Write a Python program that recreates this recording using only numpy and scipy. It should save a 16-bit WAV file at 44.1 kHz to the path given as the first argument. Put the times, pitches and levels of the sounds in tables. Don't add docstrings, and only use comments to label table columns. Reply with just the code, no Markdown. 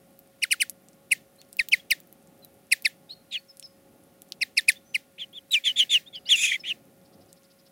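import sys
import numpy as np
from scipy import signal
from scipy.fft import rfft, irfft, next_fast_len
from scipy.io import wavfile
from scipy.ndimage import map_coordinates

SR = 44100
rng = np.random.default_rng(int(sys.argv[2]) if len(sys.argv) > 2 else 0)


def dump(signal):
    limited = np.clip(np.atleast_2d(signal).T, -1, 1)
    pcm = np.round(limited * 32767).astype(np.int16)
    wavfile.write(sys.argv[1], SR, pcm)


N = 340011


def amp(db):
    return 10 ** (np.asarray(db) / 20)


def unit(x):
    return x / np.sqrt(np.mean(x ** 2) + 1e-20)


def along(points, hz):
    f, v = np.transpose(points)
    return np.interp(np.log(hz + 1), np.log(f + 1), v)


def filtered(x, response):
    size = x.shape[-1]
    m = next_fast_len(size + 4096)
    return irfft(rfft(x, m) * response(np.fft.rfftfreq(m, 1 / SR)), m)[..., :size]


def noise(spectrum, size):
    return unit(filtered(rng.standard_normal(size), lambda hz: amp(along(spectrum, hz))))


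def wobble(rate, size):
    return map_coordinates(rng.standard_normal(2048), [np.arange(size) * rate / SR], mode="wrap")


def phase_of(hz):
    return 2 * np.pi * np.cumsum(hz) / SR


def progress(length_s):
    return np.linspace(0, 1, max(int(length_s * SR), 8))


def add(track, start_s, sound):
    part = track[max(round(start_s * SR), 0):][:len(sound)]
    part += sound[:len(part)]


def background():
    # frequency_hz, relative_density_db
    rush_spectrum = [(15, -62), (25, -22), (109, -8), (140, -6.5), (173, -1), (395, -8), (507, -14.5),
                     (541, -9), (578, -8.5), (649, -16), (717, -10), (846, -14), (1030, -38.5), (1080, -24),
                     (1300, -22), (1690, -57.5), (2860, -120)]
    # frequency_hz, relative_density_db
    hiss_spectrum = [(650, -32), (1100, -1.5), (1150, -17), (1380, -6), (1560, -6), (1810, -4),
                     (4530, -9.5), (7800, -11), (9900, -6), (15600, -9.5), (16100, -23.5)]
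    # frequency_hz, level_db
    partials = [(546.6, -66), (1093, -83), (1420, -80.5)]
    rush_gain = amp(-60.5 + 1.9 * wobble(4.3, N))
    rush = rush_gain * filtered(noise(rush_spectrum, N), lambda hz: hz / np.hypot(hz, 55))
    hiss = amp(-66.5) * noise(hiss_spectrum, N)
    hum = np.zeros(N)
    for hz, db in partials:
        peak = np.sqrt(2) * amp(db + wobble(4.7, N))
        hum += peak * np.sin(phase_of(hz * (1 + .0016 * wobble(5.5, N))))
    side = amp(-79.5) * noise(rush_spectrum, N) + amp(-99.5) * noise(hiss_spectrum, N)
    return rush + hiss + hum + np.array([side, -side])


def thumps():
    # centre_s, peak_db
    bumps = [(1.605, -46), (1.745, -52), (1.922, -45), (4.588, -54), (4.694, -63)]
    out, u = np.zeros(N), progress(.03)
    for centre_s, db in bumps:
        add(out, centre_s - len(u) / SR / 2, amp(db) * np.sin(np.pi * u) ** 4)
    return out


def yard(x, echo_db, tail_db, t60_s):
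    # frequency_hz, gain_db
    scatter = [(2000, -3.5), (4000, -4), (8000, 3.5), (14000, 6)]
    delay_s, ear_gains = .0026, np.array([[1.4], [.6]])
    near = filtered(x, lambda hz: 1 - ear_gains * amp(echo_db) * np.exp(-2j * np.pi * hz * delay_s))
    t = np.arange(SR // 2) / SR
    tail = rng.standard_normal((2, len(t))) * amp(-60 * t / t60_s)
    tail = filtered(tail / np.linalg.norm(tail[0]), lambda hz: amp(along(scatter, hz)))
    mid, side = amp(tail_db) * signal.fftconvolve(x[None], tail, axes=1)[:, :N]
    return near + np.array([mid + side / 2, mid - side / 2])


def chatter(start_s=7.056, period_s=.0745, syllable_s=.033, count=9):
    out, u = np.zeros(N), progress(syllable_s)
    for k, db in enumerate(np.linspace(-66, -62, count)):
        syllable = np.sin(np.pi * u) * noise([(2500, -24), (3800, -11), (5200, -4), (6800, -27)], len(u))
        onset_s = start_s + k * period_s + rng.normal(0, .0061)
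        add(out, onset_s, amp(db + rng.normal(0, .994)) * syllable)
    return out


def tremble(size, depth, rate_hz=125):
    return 1 + depth * np.sin(phase_of(rate_hz * (1 + .2 * wobble(60, size))) + 2 * np.pi * rng.random())


def syrinx(hz, rasp, waver, jitter, shiver):
    size = len(hz)
    shaken_hz = hz * tremble(size, shiver)
    phase = phase_of(shaken_hz * (1 + waver * wobble(260, size) + jitter * rasp * wobble(1500, size)))
    buzz = np.exp(-1j * phase_of(1000 + 300 * wobble(200, size)))
    shake = .43 * (wobble(2800, size) + 1j * wobble(2800, size)) + .35 * (buzz + buzz.conj() / 2)
    flutter = (1 + rasp * amp(2.8 * wobble(96, size)) * shake) / np.sqrt(1 + rasp ** 2)
    overtones = sum(amp(db) * np.exp(1j * k * phase) for k, db in enumerate([0, -4, -11], 2))
    return unit((flutter * np.exp(1j * phase)).imag), unit((flutter ** 2 * overtones).imag)


def whistles(overtone_db=-25):
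    # start_s, length_s, start_hz, end_hz, level_db
    notes = [(1.38, .045, 3900, 4460, -58), (1.794, 0.0145, 3150, 3350, -50),
             (2.418, .045, 4270, 3844, -57), (3.09, .052, 3540, 4380, -39),
             (3.348, 0.057, 4280, 4400, -51.5), (3.482, 0.041, 5660, 5040, -51.5),
             (3.621, 0.056, 5500, 5040, -45.5), (4.754, 0.027, 3240, 3620, -49),
             (4.84, 0.13, 6010, 6170, -64), (6.059, 0.035, 3080, 3720, -47.5),
             (6.144, 0.028, 3860, 5100, -45), (6.255, 0.052, 2800, 3030, -43),
             (6.253, 0.024, 3320, 5030, -45), (6.271, 0.024, 4125, 5750, -42.5),
             (6.593, 0.026, 5470, 5130, -46.5)]
    out = np.zeros(N)
    for start_s, length_s, start_hz, end_hz, db in notes:
        u = progress(length_s)
        hz = end_hz + (start_hz - end_hz) * (1 - u) ** 2
        tone, overtones = syrinx(hz, rasp=.2, waver=.01, jitter=.02, shiver=0)
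        add(out, start_s, amp(db) * np.sin(np.pi * u) * (tone + amp(overtone_db) * overtones))
    return out


def crack(db, pitch_hz, half_width_hz=1700, click_db=-19.5):
    t = np.arange(-64, 1024) / SR
    decay = (t >= 0) * (amp(-60 * t / .002) + amp(-22 - 60 * t / .055))
    snap = decay * rng.standard_normal(len(t))
    resonance = lambda hz: 1 / (1 + ((hz - pitch_hz) / half_width_hz) ** 2)
    response = lambda hz: (resonance(hz) + amp(click_db)) * amp(along([(1100, -31.5), (2600, 0)], hz))
    return 22 * amp(db) * filtered(snap / np.linalg.norm(snap), response)


def husks(faintest_db=-68.5, spread_db=13.5, highest_hz=14000):
    # start_s, level_db, pitch_hz
    snaps = [(.191, -41.5, 13800), (.697, -24.5, 11100), (1.416, -38, 2780), (1.529, -37, 8800),
             (1.569, -34.5, 15000), (1.687, -22.5, 15100), (1.909, -17.5, 13950), (2.003, -39.5, 15000),
             (2.127, -42, 12700), (2.448, -40.5, 13100), (2.823, -36, 13500), (.886, -48.5, 7170),
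             (2.879, -35, 10900), (3.571, -42, 10600), (3.597, -36, 8900), (3.627, -39.5, 5000),
             (4.22, -39, 11000), (4.322, -29, 4000), (4.609, -37.5, 4860), (4.719, -31, 4960),
             (5.519, -28.5, 12500), (5.958, -34, 6000), (6.375, -38.5, 13000), (7.329, -43, 8500)]
    pecks = [(when * N / SR, faintest_db + spread_db * size ** 2, highest_hz * pitch ** .35)
             for when, size, pitch in rng.random((170, 3))]
    out = np.zeros(N)
    for start_s, db, pitch_hz in list(snaps) + pecks:
        add(out, start_s - 64 / SR, crack(db, pitch_hz))
    return out


def airy(voices, db, t60_s):
    fade = amp(-60 * np.arange(SR // 4) / SR / t60_s) ** 2
    power = np.abs(signal.fftconvolve(voices ** 2, fade / fade.sum())[:N])
    hiss = noise([(1200, -29), (1800, 7.5), (4500, 0), (7000, -3.5), (10000, -8.5), (15000, -3.5)], N)
    return amp(db) * np.sqrt(power) * hiss


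def squabble(start_s=6.35, length_s=.2194, low_trim_db=1.5, high_trim_db=-2.5, harsh_db=6):
    # time_s, low_db, high_db, overtone_db, low_hz, high_hz
    course = [(6.36, -42, -39, -38.5, 2490, 3410), (6.388, -36.5, -28, -35, 2398, 3570),
              (6.432, -28, -36.5, -30, 2646, 3400), (6.457, -28, -26.5, -30, 2565, 3295),
              (6.503, -35.5, -28.5, -43.5, 2380, 3300), (6.522, -28.5, -34, -46, 2100, 3080),
              (6.539, -33, -23.5, -43, 2350, 3320), (6.56, -32, -41, -54, 2210, 3500)]
    t = start_s + length_s * progress(length_s)
    times, *columns = np.transpose(course)
    low_db, high_db, overtone_db, low_hz, high_hz = [np.interp(t, times, column) for column in columns]
    low, low_overtones = syrinx(low_hz, rasp=.3, waver=.04, jitter=.11, shiver=.025)
    high, high_overtones = syrinx(high_hz, rasp=.4, waver=.036, jitter=.05, shiver=.025)
    sway_db = 2 * wobble(88.7, len(t))
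    voice = amp(low_trim_db + low_db + sway_db) * low + amp(high_trim_db + high_db - sway_db) * high
    voice += amp(harsh_db + overtone_db) * unit(high_overtones + .3 * low_overtones)
    out = np.zeros(N)
    add(out, start_s, voice * amp(1.3 * wobble(153.2, len(t))) * signal.windows.tukey(len(t), .1))
    return out


def flanks(u, peak):
    peak = np.clip(peak, .02, .95)
    return np.clip(1 - u / peak, 0, 1), np.clip((u - peak) / (1 - peak), 0, 1)


def arch(u, start_hz, crest_hz, end_hz, crest, sag):
    before, after = flanks(u, crest)
    fall = (1 - after ** 1.2) ** sag
    return end_hz + (crest_hz - end_hz) * fall + (start_hz - crest_hz) * before ** 1.7


def swell(u, loudest, rise_db, fall_db, bend):
    before, after = flanks(u, loudest)
    return amp(-rise_db * before ** bend - fall_db * after ** bend) * signal.windows.tukey(len(u), .14)


def calls(attack_s=.0023, full_voice_db=-15.5, overtone_growth=.58):
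    # start_s, length_s, start_hz, crest_hz, end_hz, crest_fraction, loudest_fraction,
    # sag_exponent, level_db, rasp_depth, shiver_depth
    notes = [(3.307, 0.075, 4054, 3768, 2338, .3, 0.68, 1.1, -28.5, 0.63, 0.0069),
             (5.178, 0.073, 2067, 3590, 2970, .36, 0.64, 2.2, -34.5, 0.42, .025),
             (5.327, 0.068, 3054, 3630, 3003, 0.5, 0.84, 1.2, -40, 0.19, 0.014),
             (5.506, 0.084, 3740, 3905, 2358, 0.3, 0.49, 3.3, -18.5, 0.18, 0.016),
             (5.636, 0.087, 3550, 3530, 2934, .28, 0.45, 2.6, -21, 0.41, .01),
             (5.757, 0.085, 3350, 3588, 2973, .39, 0.62, 4.5, -18.5, 0.29, .035),
             (5.891, 0.092, 3480, 3618, 2527, .27, .72, 1.1, -17.5, 0.5, 0.017),
             (6.126, 0.066, 3083, 3446, 2870, 0.1, 0.54, 1.3, -37.5, 0.22, .03),
             (6.286, 0.079, 3123, 3620, 2650, .33, .5, 2.1, -15.5, .3, 0.017),
             (6.633, 0.097, 2095, 3390, 2667, 0.6, 0.9, 1.9, -27.5, 0.67, 0.047)]
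    out = np.zeros(N)
    for start_s, length_s, start_hz, crest_hz, end_hz, crest, loudest, sag, db, rasp, shiver in notes:
        u = progress(length_s)
        hz = arch(u, start_hz, crest_hz, end_hz, crest, sag)
        tone, overtones = syrinx(hz, rasp * (1.5 - 1.2 * u), waver=.016, jitter=.04, shiver=shiver)
        push = swell(u, loudest, rise_db=15, fall_db=12.5, bend=1.15) * amp(wobble(150, len(u)))
        strain = swell(u, (crest + loudest) / 2, rise_db=24, fall_db=34, bend=1.9)
        overtone_db = -10 + overtone_growth * (db - full_voice_db)
        onset = 1 - np.exp(-u * length_s / attack_s)
        add(out, start_s, amp(db) * onset * (push * tone + amp(overtone_db) * strain * overtones))
    return out


def throat(source):
    # frequency_hz, gain_db
    formants = [(1100, -22.5), (1600, -11.5), (2000, 3), (2500, 1.5), (3600, 2), (4600, -6), (7000, -1.5),
                (10000, -5), (15000, -15)]
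    return filtered(source, lambda hz: amp(along(formants, hz)))


def chips(flick=.27, linger=1.4, attack_s=.0025, release_s=.006, rasp=.19, puff_s=.02, puff_db=-25.5):
    # top_s, rise_s, fall_s, after_top_s, top_hz, end_hz, level_db, octave_db, upper_db
    notes = [(0.43, 0.0086, 0.014, 0.028, 2935, 1200, -20, -6, -4),
             (0.516, 0.0082, 0.016, 0.032, 3000, 1195, -18, -7, 2),
             (.610, 0.0098, 0.017, 0.031, 3060, 1200, -19.5, -8, 2),
             (1.117, 0.0052, 0.0094, .021, 2837, 1860, -17, -17.5, -1),
             (1.593, 0.0025, 0.0075, 0.029, 2690, 1825, -17.5, -11, -15),
             (1.724, 0.0048, 0.014, 0.029, 3135, 1720, -14.5, -14.5, -16),
             (1.909, .005, 0.01, 0.028, 3020, 1750, -18, -5.5, -7),
             (2.72, 0.0053, 0.01, 0.023, 2796, 1699, -16.5, -8, -1),
             (2.853, 0.005, .0098, 0.026, 2730, 1666, -17.5, -3.5, -8),
             (4.419, 0.0068, 0.012, 0.021, 2785, 1638, -19.5, -3, -9),
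             (4.576, 0.0058, 0.01, 0.027, 2770, 1707, -16.5, -1.5, -5.5),
             (4.688, 0.0068, 0.0094, 0.023, 2580, 1646, -14, -9, -0.5),
             (4.948, 0.0038, .0095, .021, 2944, 1918, -19.5, -15, -11.5)]
    # frequency_hz, gain_db
    body = [(1350, -22), (1720, -15.5), (2050, -2.5), (2400, 1), (3050, -5.5)]
    # frequency_hz, gain_db
    beak = [(4000, -1.5), (6500, -14), (8000, -1.5), (10000, 7), (12000, -4), (16000, -15.5)]
    puff_spectrum = [(1400, -25.5), (2400, -1.5), (6000, -11), (15000, -21)]
    out = np.zeros(N)
    for top_s, rise_s, fall_s, after_top_s, top_hz, end_hz, db, octave_db, upper_db in notes:
        t = (rise_s + after_top_s) * progress(rise_s + after_top_s) - rise_s
        before = np.maximum(-t, 0) / rise_s
        plunge = np.exp(-(np.maximum(t, 0) / fall_s) ** linger)
        hz = end_hz + (top_hz - end_hz) * plunge - top_hz * flick * before ** 2
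        phase = phase_of(hz * (1 + .006 * wobble(1400, len(t))))
        gate = np.clip((t + rise_s) / attack_s, 0, 1) * np.clip((after_top_s - t) / release_s, 0, 1)
        push = gate * amp(along(body, hz) - 10 * before + 1.5 * wobble(370, len(t)))
        upper = unit(sum(amp(along(beak, k * hz) - 2 * k) * np.sin(k * phase) * (k * hz < SR / 2)
                         for k in range(3, 10)))
        overtones = np.sqrt(2) * amp(octave_db) * np.sin(2 * phase) + amp(upper_db) * upper / 2
        build_up = np.clip((t + rise_s) / (rise_s + .0028), 0, 1) ** 1.1
        flutter = rasp * wobble(2400, len(t))
        tone = np.sqrt(2) * np.sin(phase) * (1 + flutter / 10)
        add(out, top_s - rise_s, amp(db) * push * (tone + overtones * (1 + flutter) * build_up))
        u = progress(puff_s)
        puff = np.sin(np.pi * u) ** 4 * noise(puff_spectrum, len(u))
        add(out, top_s - rise_s - puff_s / 2, amp(db + puff_db) * puff)
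    return out


def scene():
    voices = chips() + throat(calls() + squabble())
    feeding = voices + airy(voices, db=-24.5, t60_s=.21) + husks()
    flock = yard(feeding, echo_db=-19, tail_db=-41, t60_s=.17)
    beyond = yard(whistles() + chatter(), echo_db=-9.5, tail_db=-15, t60_s=.34)
    return flock + beyond + thumps() + background()


def record(dry):
    cutoff_hz = 16200
    return filtered(dry, lambda hz: 1 / np.sqrt(1 + (hz / cutoff_hz) ** 160))


dry = scene()
out = record(dry)
dump(out)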